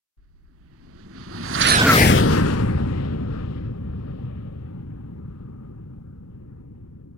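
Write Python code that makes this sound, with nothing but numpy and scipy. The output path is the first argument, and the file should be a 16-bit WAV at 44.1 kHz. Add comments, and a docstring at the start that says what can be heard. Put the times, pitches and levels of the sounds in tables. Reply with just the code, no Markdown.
"""Fly-by of a model glider

A fast model glider dives from right to left past an ear-like pair of microphones in an open field.
Breathy edge tones lead it and fall in pitch by the Doppler effect. Turbulence makes the rush of the
wings and the rumble of the wake, which lingers long after the pass. Reflections comb the sound;
a light wind and a faint hiss lie underneath."""
import sys
import numpy as np
from scipy import signal
from scipy.io import wavfile
from scipy.ndimage import map_coordinates

SR = 44100
rng = np.random.default_rng(int(sys.argv[2]) if len(sys.argv) > 2 else 0)


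def waveform_to_disk(signal):
    """Save audio, clipped to [-1, 1], as 16-bit WAV at the path in sys.argv[1]."""
    frames = np.transpose(np.atleast_2d(signal))
    scaled = np.clip(frames, -1, 1) * 32767
    samples = np.round(scaled).astype(np.int16)
    wavfile.write(sys.argv[1], SR, samples)


N = 316197
TIME = np.arange(N) / SR
FRAME, HOP = 1024, 256  # samples


def glider(hz, t, base_lags_ms=(.66, .75), shadow_powers=(2.2, 1.1), scatter_hz=3000, close_hz=2200):
    """Binaural hearing: sound reaches the far microphone later, shadowed and partly scattered."""
    # Surges and lulls of the glider's sound. Each row: centre time and length in seconds, gain in dB,
    # centre frequency in Hz, width in octaves, glide in octaves per second.
    flares = [(1.04, 0.082, 7, 4150, 0.5, 0.53), (1.208, 0.059, 7.5, 4630, 0.56, 0.23),
              (1.284, 0.15, 4.5, 1330, .2, 0.0056), (1.551, 0.01, 14, 4170, 0.46, 0),
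              (1.619, 0.0086, 14.5, 5000, 0.69, 0.32), (1.695, 0.0179, 8, 8000, 0.64, 0.37),
              (1.725, 0.06, -3.5, 3005, .45, 0.11), (1.798, .012, 6.5, 5155, 0.34, 0),
              (1.865, 0.032, 9, 290, 0.59, 0.11), (1.904, .025, 3.5, 1662, 0.44, 0.25),
              (1.97, 0.11, 5, 9840, 0.35, 0.12), (2.01, .07, 5.5, 769, 0.36, 0),
              (2.03, 0.12, -4, 3600, 0.37, 1), (2.17, 0.045, 3.5, 320, 0.42, 0),
              (2.35, .08, -8.5, 641, .3, 0), (2.5, 0.11, -4, 8900, 0.33, 0),
              (2.667, .04, 3.5, 4000, 1.9, 0), (2.953, 0.09, 4.5, 4830, 1.9, 0.094),
              (3.6, 0.46, 4.5, 4720, 0.78, 0.069), (4.427, 0.21, 6, 3194, 0.42, 0.27),
              (5.649, 0.45, 7, 1267, 0.17, 0)]
    # Acoustic shadow on the far side. Each row: frequency in Hz, left and right gain in dB.
    shadow = [(60.9, 3, -2), (211.9, -2, -1), (315.5, 6, 1), (353, 1, -4), (458.5, -2, -4.5),
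              (570, -3.5, -7.5), (669, -9.5, -1.5), (800, -10.5, -2.5), (1154, -3.5, -5.5),
              (1500, -18, -9.5), (1903, -11, -10.5), (2290, -11.5, -16.5), (3500, -13.5, -20),
              (5500, -10.5, -11.5), (10076, -17, -20), (14800, -10.5, -27)]
    # Brief brightness on the right as the glider leaves. The columns are those of flares.
    right_lift = [(2.3, .3, 7, 3107, .7, .2)]
    bearing = flight_path(t)[0]
    flare = undb(surges(flares, hz, t))
    rush = air_rush(hz, t) * flare * ground_comb(hz, t)
    direct = rush * noise() + flare * edge_tones()
    scattered = .75 * hz ** 3 / (hz ** 3 + scatter_hz ** 3)
    # close by, the wing spans a wide angle, so the two sides hear different treble noise
    spread = .95 * (1 - bearing ** 2) * hz ** 3 / (hz ** 3 + close_hz ** 3)
    # long waves take a wider way round to the far side
    detour = 1 + .2 / (1 + (hz / 250) ** 2)
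    ears = []
    sides = zip((-1, 1), base_lags_ms, spectrum(shadow, hz), shadow_powers, near_comb(hz, t))
    for side, lag_ms, shadow_db, power, comb in sides:  # left, then right
        away = np.maximum(side * bearing, 0)
        incoherent = np.clip(np.maximum(scattered * away, spread * (side < 0)), 0, 1)
        heard = np.sqrt(1 - incoherent) * direct + np.sqrt(incoherent) * rush * noise()
        shade = undb(away ** power * shadow_db)
        ears.append(heard * comb * shade * delay(hz, away * lag_ms * detour))
    left, right = ears
    return join(np.array([left, right * undb(surges(right_lift, hz, t))]))


def air_rush(hz, t, crossover_hz=527, flutter_db=1, twinkle_db=2.5):
    """Turbulence noise, as a gain: large wake eddies make the bass, the thin boundary layer the treble."""
    # Spectra radiated forward and backward. Each row: frequency in Hz before the Doppler shift, gain in dB.
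    ahead = [(30, -8), (120, 3.5), (245, -3), (340, -11.5), (500, -6.5), (700, -5), (950, -1.5), (1300, -1),
             (1680, -7), (2200, -5.5), (2600, -6.5), (3000, -5.5), (3330, -1.5), (3800, -12.5), (4500, -11),
             (5500, -17.5), (7700, -16), (8800, -22.5), (11000, -30.5)]
    behind = [(35, -22.5), (110, 3), (250, 0), (400, -4), (650, -2), (860, -5.5), (1080, -1), (1350, -4),
              (1600, 0), (1880, -2), (2300, -1.5), (2950, -5.5), (3900, -4), (5200, -7.5), (6700, -9.5),
              (7800, -15), (12500, -11.5), (20000, -11)]
    bearing, doppler, _ = flight_path(t)
    wake_share = 1 / (1 + (hz / crossover_hz) ** 2.7)
    db = wake_share * wake_level(t) + (1 - wake_share) * wing_level(t) - air_absorption(hz, t)
    # the forward beam gives way to the broad roar as the nose goes by
    passed = .5 + .5 * np.tanh((bearing + .1) / .39)
    db += (1 - passed) * spectrum(ahead, hz / doppler)[0] + passed * spectrum(behind, hz / doppler)[0]
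    # the flow flutters, and moving air on the way makes the upper bands twinkle
    flutter = flutter_db * wander(28.39, t)
    twinkle = twinkle_db * eddies(hz, t, rate=12, per_octave=1.8)
    return undb(db + (1 - wake_share) * (flutter + twinkle))


def wing_level(t, near_db=-52):
    """Boundary-layer noise in dB: it falls with distance, faster ahead than behind, and swells and dips."""
    # Swells and dips. Each row: centre time and length in seconds, gain in dB.
    swells = [(0.876, 0.16, 4), (1.503, 0.055, -5), (1.593, 0.2, 6), (1.857, 0.027, -5), (2.059, 0.11, 5),
              (2.424, 0.15, 3.5), (3.413, 0.18, 5.5), (4.057, 0.17, 3.5), (4.495, 0.35, 6.5),
              (5.496, 0.52, 8), (6.689, 0.53, 8)]
    bearing, _, distance = flight_path(t)
    db_per_decade = np.where(bearing < 0, 63.5, 50)
    swell_db = sum(db * np.exp(-((t - s) / length) ** 2) for s, length, db in swells)
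    return near_db - db_per_decade * decades(distance, near=1.68) + swell_db


def wake_level(t, peak_s=2.08, peak_db=-39.5, rise_db_per_s=29.5, linger_s=1.537, db_per_decade=44.5):
    """Wake turbulence in dB: it builds until just after the pass, then decays by a power law."""
    age = t - peak_s
    decay_db = db_per_decade * np.log10(1 + np.maximum(age, 0) / linger_s)
    return peak_db + rise_db_per_s * np.minimum(age, 0) - decay_db


def edge_tones(off_beam_db_per_degree=1.4):
    """Edge tones from gaps in the airframe fall by the Doppler effect and fade as their beams turn away."""
    # Each row: frequency in Hz before the Doppler shift, width in Hz, steady share of the power.
    # The wide rows are the airy hiss around a tone.
    tones = [(1393, 110, .35), (1400, 700, 0), (3337, 100, .5), (3330, 700, 0), (4520, 200, .25),
             (7725, 150, .3)]
    # One forward beam for each tone. 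Each row: level in dB, beam edge in degrees past abeam,
    # fall in dB per tenfold distance.
    beams = [(-18.5, 26, 98), (-24.5, 12, 115), (-19.5, -38, 122), (-27.5, -60, 80), (-31, -33, 82),
             (-18.5, -39, 100)]
    t = TIME[flight_path(TIME)[0] < .93]
    bearing, doppler, distance = flight_path(t)
    degrees = np.degrees(np.arcsin(bearing))
    whistle = 0
    for (hz, width, steady), (db, edge, fall_db) in zip(tones, beams):
        off_beam_db = off_beam_db_per_degree * np.maximum(degrees - edge, 0)
        gain = undb(db - fall_db * decades(distance, near=1.32) - off_beam_db)
        # turbulence shakes each tone in strength and phase
        shake = np.sqrt(2 * steady) + np.sqrt(1 - steady) * (wander(width, t) + 1j * wander(width, t))
        phase = 2 * np.pi * np.cumsum(hz * doppler) / SR
        whistle += gain * np.real(shake * np.exp(1j * phase))
    return split(np.pad(whistle, (0, N - len(t))))[2]


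def flight_path(t, pass_s=1.879, crossing_s=.194, mach=.296):
    """Retarded time on a straight path gives the bearing's sine (-1 coming), Doppler factor and distance."""
    # lengths are in units of the closest distance, which takes crossing_s to fly
    track = np.sinh(np.linspace(-5, 5, 2001))
    arrival_s = pass_s + crossing_s * (track + mach * (np.hypot(1, track) - 1))
    along = np.interp(t, arrival_s, track)
    distance = np.hypot(1, along)
    return along / distance, 1 / (1 + mach * along / distance), distance


def air_absorption(hz, t, coming_db=1.5, going_db=3):
    """Atmospheric absorption in dB grows as powers of the extra distance and of frequency."""
    bearing, _, distance = flight_path(t)
    return np.where(bearing < 0, coming_db, going_db) * (distance - 1) ** .67 * (hz / 4000) ** 1.403


def near_comb(hz, t, blur_cycles=1.2):
    """Interference with a reflection: the comb sweeps down as the glider nears and up as it leaves."""
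    # Each row: time in seconds, lag of the reflection in ms, its left and right strength from 0 to 1.
    reflection = [(1.7, 0.26, 0.12, 0), (1.79, 0.33, 0.3, 0), (1.86, 0.4, 0.2, 0.3), (1.94, .6, 0.2, 0.45),
                  (2.01, 0.42, 0.8, 0.5), (2.06, 0.41, 0.8, 0.4), (2.12, 0.35, 0.33, 0.4),
                  (2.2, 0.28, 0.5, 0.17), (2.3, 0.16, 0.4, 0.5), (2.5, 0.1, 0.25, 0.3)]
    lag_ms, left, right = curves(reflection, t)
    # a rough surface blurs all but the first teeth of the comb
    cycles = hz * lag_ms / 1000
    strength = np.array([left, right])[:, None] / (1 + (cycles / blur_cycles) ** 4)
    return (1 + strength * delay(hz, lag_ms)) / np.sqrt(1 + strength ** 2)


def ground_comb(hz, t, blur_cycles=3.6):
    """Ground effect: a reflection combs the departing rush, and rough soil blurs the upper teeth."""
    # Each row: time in seconds, lag of the reflection in ms, its strength from 0 to 1.
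    reflection = [(2.4, 1.55, 0), (4.5, 1.66, 0.44), (5.35, 0.82, 0.03), (6.15, 1.4, 0.25), (6.7, 2, 0)]
    lag_ms, strength = curves(reflection, t)
    cycles = hz * lag_ms / 1000
    strength = strength / (1 + (cycles / blur_cycles) ** 4)
    return np.sqrt(1 + 2 * strength * np.cos(2 * np.pi * cycles) / (1 + strength ** 2))


def wind(hz):
    """Pressure fluctuations of a light breeze rumble on each microphone independently."""
    # Each row: frequency in Hz, spectral density in dB per Hz.
    rumble = [(15, -69), (30, -64), (60, -74), (130, -96.5), (300, -106), (700, -130), (2000, -160)]
    return join(np.array([noise() * undb(spectrum(rumble, hz)[0]) for _ in range(2)]))


def hiss():
    """Faint white noise slowly swells and sinks."""
    # Each row: time in seconds, spectral density in dB per Hz.
    levels = [(0, -134), (.6, -127), (3, -120), (4.5, -123), (5.5, -125), (7.1, -129)]
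    return rng.standard_normal((2, N)) * np.sqrt(SR / 2) * undb(curves(levels, TIME)[0])


def surges(table, hz, t):
    """Gaussian peaks and dips over time and log frequency, summed in dB."""
    total_db = 0
    for s, length, db, centre, width, glide in table:
        octaves_off = np.log2((hz + 1) / centre) - glide * (t - s)
        total_db += db * np.exp(-((t - s) / length) ** 2 - (octaves_off / width) ** 2)
    return total_db


def eddies(hz, t, rate, per_octave):
    """Scintillation: a random wander over time and pitch, shared by neighbouring frequencies."""
    place = np.broadcast_arrays(np.log2(1 + hz / 100) * per_octave, t * rate)
    return map_coordinates(rng.standard_normal((2 ** 6, 2 ** 9)), place, order=1, mode="wrap")


def wander(rate, t):
    """Smooth random modulation of spread near 1, through rate new values a second."""
    return map_coordinates(rng.standard_normal(2 ** 13), [t * rate], order=3, mode="wrap")


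def noise():
    """Short-time spectra of white noise at 0 dB per Hz."""
    return split(rng.standard_normal(N) * np.sqrt(SR / 2))[2]


def delay(hz, lag_ms):
    """A delay turns the phase in proportion to frequency."""
    return np.exp(-2j * np.pi * hz * lag_ms / 1000)


def decades(distance, near):
    """Tenfold steps of distance beyond near, with a soft knee."""
    return np.log10(1 + (distance / near) ** 10) / 10


def undb(db):
    """Decibels to amplitude gain."""
    return 10 ** (np.asarray(db) / 20)


def curves(table, t):
    """A table's columns, interpolated linearly in time."""
    times, *columns = np.transpose(table)
    return [np.interp(t, times, column) for column in columns]


def spectrum(table, hz):
    """A table's columns, interpolated in log frequency."""
    points, *columns = np.transpose(table)
    return [np.interp(np.log(hz + 1), np.log(points), column) for column in columns]


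def split(sound):
    """Short-time Fourier transform: frequencies in Hz, times in seconds, spectra."""
    return signal.stft(sound, SR, nperseg=FRAME, noverlap=FRAME - HOP)


def join(spectra):
    """Overlap-add turns short-time spectra back into sound."""
    return signal.istft(spectra, SR, nperseg=FRAME, noverlap=FRAME - HOP)[1][..., :N]


def scene(onset_s=.169, fade_s=.006):
    """Superposition: after a moment of hiss alone, the glider and the wind come in."""
    hz, t, _ = split(np.zeros(N))
    hz = hz[:, None]
    fade_in = np.clip((TIME - onset_s) / fade_s, 0, 1)
    return fade_in * (glider(hz, t) + wind(hz)) + hiss()


def record(dry, low_hz=16, top_hz=15800):
    """Band limiting removes the deepest rumble and the top; between the filters, peaks stop at full scale."""
    highpass = signal.butter(2, low_hz, "highpass", fs=SR, output="sos")
    lowpass = signal.ellip(10, .1, 80, top_hz, fs=SR, output="sos")
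    limited = np.clip(signal.sosfilt(highpass, dry), -1, 1)
    return signal.sosfilt(lowpass, limited)


dry = scene()
out = record(dry)
waveform_to_disk(out)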